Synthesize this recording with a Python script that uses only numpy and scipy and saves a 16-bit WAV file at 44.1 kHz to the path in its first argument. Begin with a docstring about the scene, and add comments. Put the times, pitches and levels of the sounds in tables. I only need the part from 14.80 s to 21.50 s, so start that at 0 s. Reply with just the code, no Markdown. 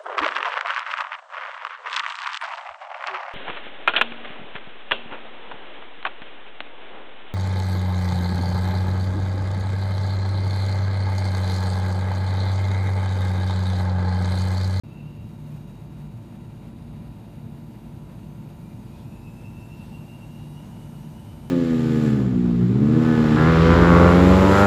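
"""Small workroom. Ventilation rumbles and hisses, machines hum on steady notes, two fans beat at 2 Hz.
A gloved hand brushes softly twice, close by. After a short friction squeal a small electric motor
runs up: its slot whine swells and throbs through the casing resonance, while a fine treble buzz
and the rush of rotor air grow with speed."""
import sys
import numpy as np
from scipy import signal
from scipy.fft import rfft, irfft, next_fast_len
from scipy.io import wavfile
from scipy.ndimage import uniform_filter1d

SR = 44100
rng = np.random.default_rng(int(sys.argv[2]) if len(sys.argv) > 2 else 0)


def unload_wav(signal):
    """Save mono or channel-first audio to the path in sys.argv[1] as 16-bit WAV at rate SR, clipped to [-1, 1]."""
    wavfile.write(
        sys.argv[1],
        SR,
        np.round(np.clip(np.atleast_2d(signal).T, -1, 1) * 32767).astype(np.int16),
    )


N = 295470
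TIME = np.arange(N) / SR

# ventilation rumble with room modes, air hiss, top hiss: (frequency [Hz], density [dB/Hz])
RUMBLE = [(25, -92), (38, -83), (45, -77), (58, -60), (72, -77), (83, -61.5), (95, -71.5), (120, -59),
          (135, -67), (150, -59.5), (175, -63), (220, -65.5), (300, -76), (400, -86.5), (520, -110)]
AIR_HISS = [(300, -100), (420, -83.5), (580, -84.5), (700, -86), (950, -88), (1120, -94), (1300, -93),
            (1700, -97.5), (2400, -98), (2800, -97), (3050, -102), (3800, -102), (4700, -106), (6500, -125)]
TOP_HISS = [(3500, -125), (5200, -110), (6200, -109), (6750, -105), (7300, -111), (9700, -107),
            (11200, -111), (13500, -107)]
# brief swells and lulls of the 72-136 Hz rumble: (time [s], gain [dB])
LOW_RUMBLE_LEVEL = [(.17, -2), (.42, 7.5), (1.26, -8), (1.37, 6), (1.66, 2.5), (2.22, 2.5), (2.63, 3),
                    (2.95, -3), (3.84, -2), (3.98, 4), (4.28, 4.5), (4.68, 3), (4.8, 5.5), (5.38, -2),
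                    (5.8, -4), (6.26, -10), (6.51, 3)]
# slow rise and fall of the top hiss and the fans: (time [s], gain [dB])
TOP_SWELL = [(.1, -2.5), (.42, -1), (.55, 1), (2.1, -3), (6.7, -10.5)]
FAN_SWELL = [(0, 2), (.8, 7), (1.2, 2.5), (1.7, -1), (2.2, 1), (2.7, 2), (3.2, -0.5), (3.7, 0.5),
             (4.2, -1.5), (4.7, -1.5), (5.1, 0.5), (5.7, 6), (6.2, 3.5), (6.6, -1)]
# machine and fan notes: (frequency [Hz], level [dB])
HUM_NOTES = [(49, -53), (99.9, -53), (111.4, -49.5), (198, -56.5), (231.8, -49.5), (299.8, -59),
             (333.2, -59), (347.8, -59.5), (380.7, -73.5), (428.4, -64.5), (476, -74), (523.6, -82),
             (579.6, -64.5), (666.3, -70), (713.9, -72), (761.5, -73), (896.8, -65.5), (981.1, -67),
             (1000, -76), (1056, -79.5), (1094.7, -75.5), (1141, -85), (1190, -79.5), (1380.2, -76.5),
             (2379.7, -78), (2427.2, -89), (2474.8, -90), (2808, -77.5), (2855.6, -82), (3759.9, -80),
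             (3807.5, -91), (4664, -88), (4711.8, -84), (6702, -87.5)]
FAN_NOTES = [(146.87, -47), (148.89, -45.5)]
# thin machine notes: (time [s], level [dB])
HIGH_WHISTLE = [(.1, -76), (1.4, -75), (2.2, -78), (2.6, -79), (4.6, -80.5), (5.4, -77.5), (5.7, -72),
                (6.0, -82)]
LOW_WHISTLE = [(1.2, -83), (1.7, -68.5), (3.2, -69), (3.6, -88), (4.4, -65.5), (6.5, -77)]
# glove strokes: (time [s], half length [s], level [dB])
BRUSHES = [(4.19, 0.095, -67), (5.05, 0.13, -65.5)]
# cloth spectrum: (frequency [Hz], relative density [dB])
CLOTH = [(1200, -8), (2500, -5), (3400, 11), (4300, 7), (5500, 2), (10000, -35)]
# friction squeal: (time [s], pitch [Hz], level [dB])
SQUEAL = [(.03, 2670, -77), (.09, 2670, -70), (.115, 2670, -63), (.205, 2700, -57), (.24, 2725, -65),
          (.28, 2755, -58.5), (.305, 2735, -65), (.425, 2720, -64.5), (.45, 2720, -79), (.7, 2720, -130)]
# rotor air at full speed: (frequency [Hz], density [dB/Hz])
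ROTOR_AIR = [(300, -100), (580, -88), (700, -89), (900, -83.5), (1020, -88), (1120, -100), (1350, -95),
             (2100, -104), (3500, -104), (4600, -104), (6000, -106), (9000, -116)]
# reflections off nearby surfaces: (delay [s])
ECHOES_S = [.01039, .02218, .04162, .04651, .07525]
# buzz envelope: (frequency [Hz], level per harmonic [dB])
BUZZ = [(4500, -101), (5600, -88), (6600, -84.5), (7600, -85), (9500, -81.5), (11000, -83.5),
        (14000, -81.3)]
# strong and weak harmonic groups: (harmonic number, gain [dB])
BUZZ_GROUPS = [(20, 0), (28, 1.5), (30, -2), (33, 3), (38, 1), (43, -2), (46, 2.5), (51, -3), (55, 1.5),
               (58, -1), (61, 3), (66, -4), (72, 3), (77, -1), (82, 3), (90, -1)]
# whine surges: (time [s], level [dB], lean [-1 lower to 1 upper side tone])
THROBS = [(3.853, -69, 0), (3.931, -67.5, 0), (4.151, -65, .5), (4.258, -69, .4), (4.353, -61, .9),
          (4.441, -67, 1), (4.486, -56, .3), (4.586, -62, .4), (4.667, -55, .45), (4.776, -58, .25),
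          (4.836, -56.5, .1), (4.93, -54.5, .1), (5.02, -54.5, -.25), (5.15, -55.5, 0), (5.21, -63, -.5),
          (5.305, -57, -.3), (5.352, -59, -.2), (5.433, -57, -.8), (5.526, -62, -.25), (5.581, -62, -.5),
          (5.631, -63, -.6), (5.776, -60, -.2), (5.83, -66, -.4), (5.945, -68, -.4), (6.029, -63, -.5),
          (6.158, -66.5, -.4), (6.382, -64.5, -.8), (6.512, -67, -.3), (6.66, -69, -.6)]
# casing resonances crossed by the whine's octave: (frequency [Hz])
OCTAVE_PEAKS_HZ = [4640, 5290]


def from_db(db):
    """Decibels to gain."""
    return 10 ** (np.asarray(db) / 20)


def rms_one(x):
    """Scale to unit power."""
    return x / np.sqrt(np.mean(x ** 2) + 1e-20)


def evened(x, span_s):
    """Hold unit power over span_s; faster flutter stays."""
    size = int(span_s * SR)
    return x / np.sqrt(uniform_filter1d(uniform_filter1d(x ** 2, size), size) + 1e-20)


def in_time(rows):
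    """Table columns at every sample."""
    times_s, *columns = np.transpose(rows)
    return [np.interp(TIME, times_s, column) for column in columns]


def at_hz(spectrum, hz):
    """Spectrum level, interpolated over log frequency."""
    points_hz, db = np.transpose(spectrum)
    return np.interp(np.log(np.maximum(hz, 1)), np.log(points_hz), db)


def drift(rate_hz):
    """Smooth random motion, unit rms."""
    hop, settle = 40, 2000
    pole = np.exp(-2 * np.pi * hop * rate_hz / SR)
    white = rng.standard_normal(N // hop + settle + 2)
    slow = signal.lfilter([1], [1, -2 * pole, pole * pole], white)[settle:]
    return np.interp(np.arange(N) / hop, np.arange(len(slow)), rms_one(slow))


def noise(spectrum):
    """Noise of given density, rolling off above the last point."""
    size = next_fast_len(N)
    hz = np.arange(size // 2 + 1) * SR / size
    gain = from_db(at_hz(spectrum, hz)) / np.maximum(hz / spectrum[-1][0], 1) ** 2
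    return irfft(rfft(rng.standard_normal(size)) * gain, size)[:N] * np.sqrt(SR / 2)


def tone(hz):
    """Unit-power sine on a pitch curve."""
    return np.sqrt(2) * np.sin(2 * np.pi * (np.cumsum(hz) / SR + rng.random()))


def ventilation(flutter_db=1.0):
    """Moving air: rumble plus fluttering hiss."""
    swell_db, = in_time(TOP_SWELL)
    hiss = noise(AIR_HISS) + from_db(swell_db) * noise(TOP_HISS)
    return noise(RUMBLE) + from_db(flutter_db * drift(20)) * hiss


def vary_low_rumble(x, band_hz=(72, 136), level_db=-44, half_s=.052):
    """The low band holds its level between brief swells and lulls."""
    band = signal.sosfiltfilt(signal.butter(3, band_hz, "band", fs=SR, output="sos"), x)
    change_db = sum(db * np.exp(-((TIME - at_s) / half_s) ** 2) for at_s, db in LOW_RUMBLE_LEVEL)
    return x - band + from_db(level_db + change_db) * evened(band, span_s=.2)


def machine_hum(waver_db=1.14, wander_share=.000502):
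    """Running machines: each note wavers slightly in level and pitch."""
    return sum(from_db(db + waver_db * drift(2.9)) * tone(hz * (1 + wander_share * drift(2.74)))
               for hz, db in HUM_NOTES)


def machine_whistles(high_hz=3855, low_hz=809.4, flicker_db=2.0, jitter_hz=5):
    """Two thin, unsteady machine notes come and go."""
    high_db, = in_time(HIGH_WHISTLE)
    low_db, = in_time(LOW_WHISTLE)
    high = from_db(high_db + flicker_db * drift(5.6)) * tone(high_hz + jitter_hz * drift(28))
    return high + from_db(low_db) * tone(low_hz + drift(2.6))


def fans(trim_db=-4.0, waver_db=1.06, wander_hz=.7, first_beat_s=.22):
    """Two close fan notes beat; they waver apart in level and wander together in pitch."""
    swell_db, = in_time(FAN_SWELL)
    wander_cycles = np.cumsum(wander_hz * drift(1.82)) / SR + rng.random()
    notes = 0
    for hz, db in FAN_NOTES:
        cycles = hz * (TIME - first_beat_s) + wander_cycles
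        notes += from_db(db + waver_db * drift(9.9)) * np.sin(2 * np.pi * cycles)
    return np.sqrt(2) * from_db(swell_db + trim_db) * notes


def glove(grain_db=1.4):
    """Cloth slides on cloth in short, soft strokes."""
    strokes = sum(from_db(db) * np.exp(-((TIME - at_s) / half_s) ** 2) for at_s, half_s, db in BRUSHES)
    return strokes * from_db(grain_db * drift(60)) * rms_one(noise(CLOTH))


def squeal(noise_share=.5, rasp_hz=90):
    """Friction excites a narrow resonance: a tone inside rasping noise."""
    hz, db = in_time(SQUEAL)
    rasp = drift(rasp_hz) + 1j * drift(rasp_hz)
    envelope = np.sqrt(2 * (1 - noise_share)) + np.sqrt(noise_share) * rasp
    carrier = np.exp(2j * np.pi * np.cumsum(hz) / SR)
    return from_db(db) * evened(np.real(envelope * carrier), span_s=.03)


def rotor_rush(speed, growth=3.5, full_speed=.93):
    """Air stirred by the rotor grows steeply with speed, then levels off."""
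    return np.minimum(speed / full_speed, 1) ** growth * noise(ROTOR_AIR)


def echoed(x, echo_db=-9):
    """Reflections reinforce and cancel a gliding tone in turn."""
    return x + from_db(echo_db) * sum(np.interp(TIME - delay_s, TIME, x, left=0) for delay_s in ECHOES_S)


def motor_buzz(drive_hz, speed, growth=2.2, full_speed=.94, flicker_db=2.6, jitter_hz=7):
    """High drive harmonics climb and flicker, growing until near top speed."""
    buzz = 0
    for harmonic in range(20, 96):
        hz = harmonic * drive_hz
        db = at_hz(BUZZ, hz) + np.interp(harmonic, *np.transpose(BUZZ_GROUPS))
        buzz += from_db(db + flicker_db * drift(10)) * tone(hz + jitter_hz * drift(29))
    return buzz * np.minimum(speed / full_speed, 1) ** growth


def casing_gain(hz, centre_hz, width_hz):
    """Response of one casing resonance, peak 1."""
    return 1 / np.sqrt(1 + (2 * (hz - centre_hz) / width_hz) ** 2)


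def throbs(side, half_s=.029, focus_db=12):
    """Surge envelope of one whine tone, strongest when the throb leans its way."""
    return sum(from_db(db - focus_db * (side - lean) ** 2) * np.exp(-((TIME - at_s) / half_s) ** 2)
               for at_s, db, lean in THROBS)


def slot_whine(slot_hz, speed, growth=3.0, jitter_hz=9):
    """Slot tone, side tones at twice mains frequency either way, and octave ring in the casing."""
    whine_db, flutter_db = -62.5, 2.0
    side_hz, side_loss_db = 100, 3.5
    octave_db, octave_flutter_db = -75.5, 3.5
    strength = speed ** growth
    octave_gain = sum(casing_gain(2 * slot_hz, hz, width_hz=200) for hz in OCTAVE_PEAKS_HZ)
    octave = octave_gain * tone(2 * (slot_hz + jitter_hz * drift(60)))
    whine = 0
    for side in (-1, 0, 1):
        hz = slot_hz + side * side_hz
        ringing = casing_gain(hz, centre_hz=2700, width_hz=180)
        steady = strength * ringing * from_db(whine_db - side_loss_db * abs(side))
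        level = np.hypot(steady, throbs(side)) * from_db(flutter_db * drift(33))
        whine += level * tone(hz + jitter_hz * drift(57.8))
    return whine + strength * from_db(octave_db + octave_flutter_db * drift(18)) * octave


def motor(start_hz=35.3, top_hz=260.034, run_up_s=8.178, whine_harmonic=12):
    """Run-up: acceleration falls linearly toward zero at top speed."""
    drive_hz = top_hz - (top_hz - start_hz) * (1 - TIME / run_up_s) ** 2
    speed = drive_hz / top_hz
    whine = slot_whine(whine_harmonic * drive_hz, speed)
    return whine + echoed(motor_buzz(drive_hz, speed)) + rotor_rush(speed)


def scene():
    """Mono sum of room tone, motor, squeal and glove."""
    room_tone = vary_low_rumble(ventilation() + machine_hum()) + fans() + machine_whistles()
    return (room_tone + motor() + squeal() + glove())[None]


def record(dry):
    """Brief silence, 1 ms fade-in, steep low-pass."""
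    start_s, cutoff_hz = .035, 14150
    fade_in = np.clip((TIME - start_s) / .001, 0, 1)
    return signal.sosfilt(signal.ellip(12, .1, 80, cutoff_hz, fs=SR, output="sos"), dry * fade_in)


dry = scene()
out = record(dry)
unload_wav(out)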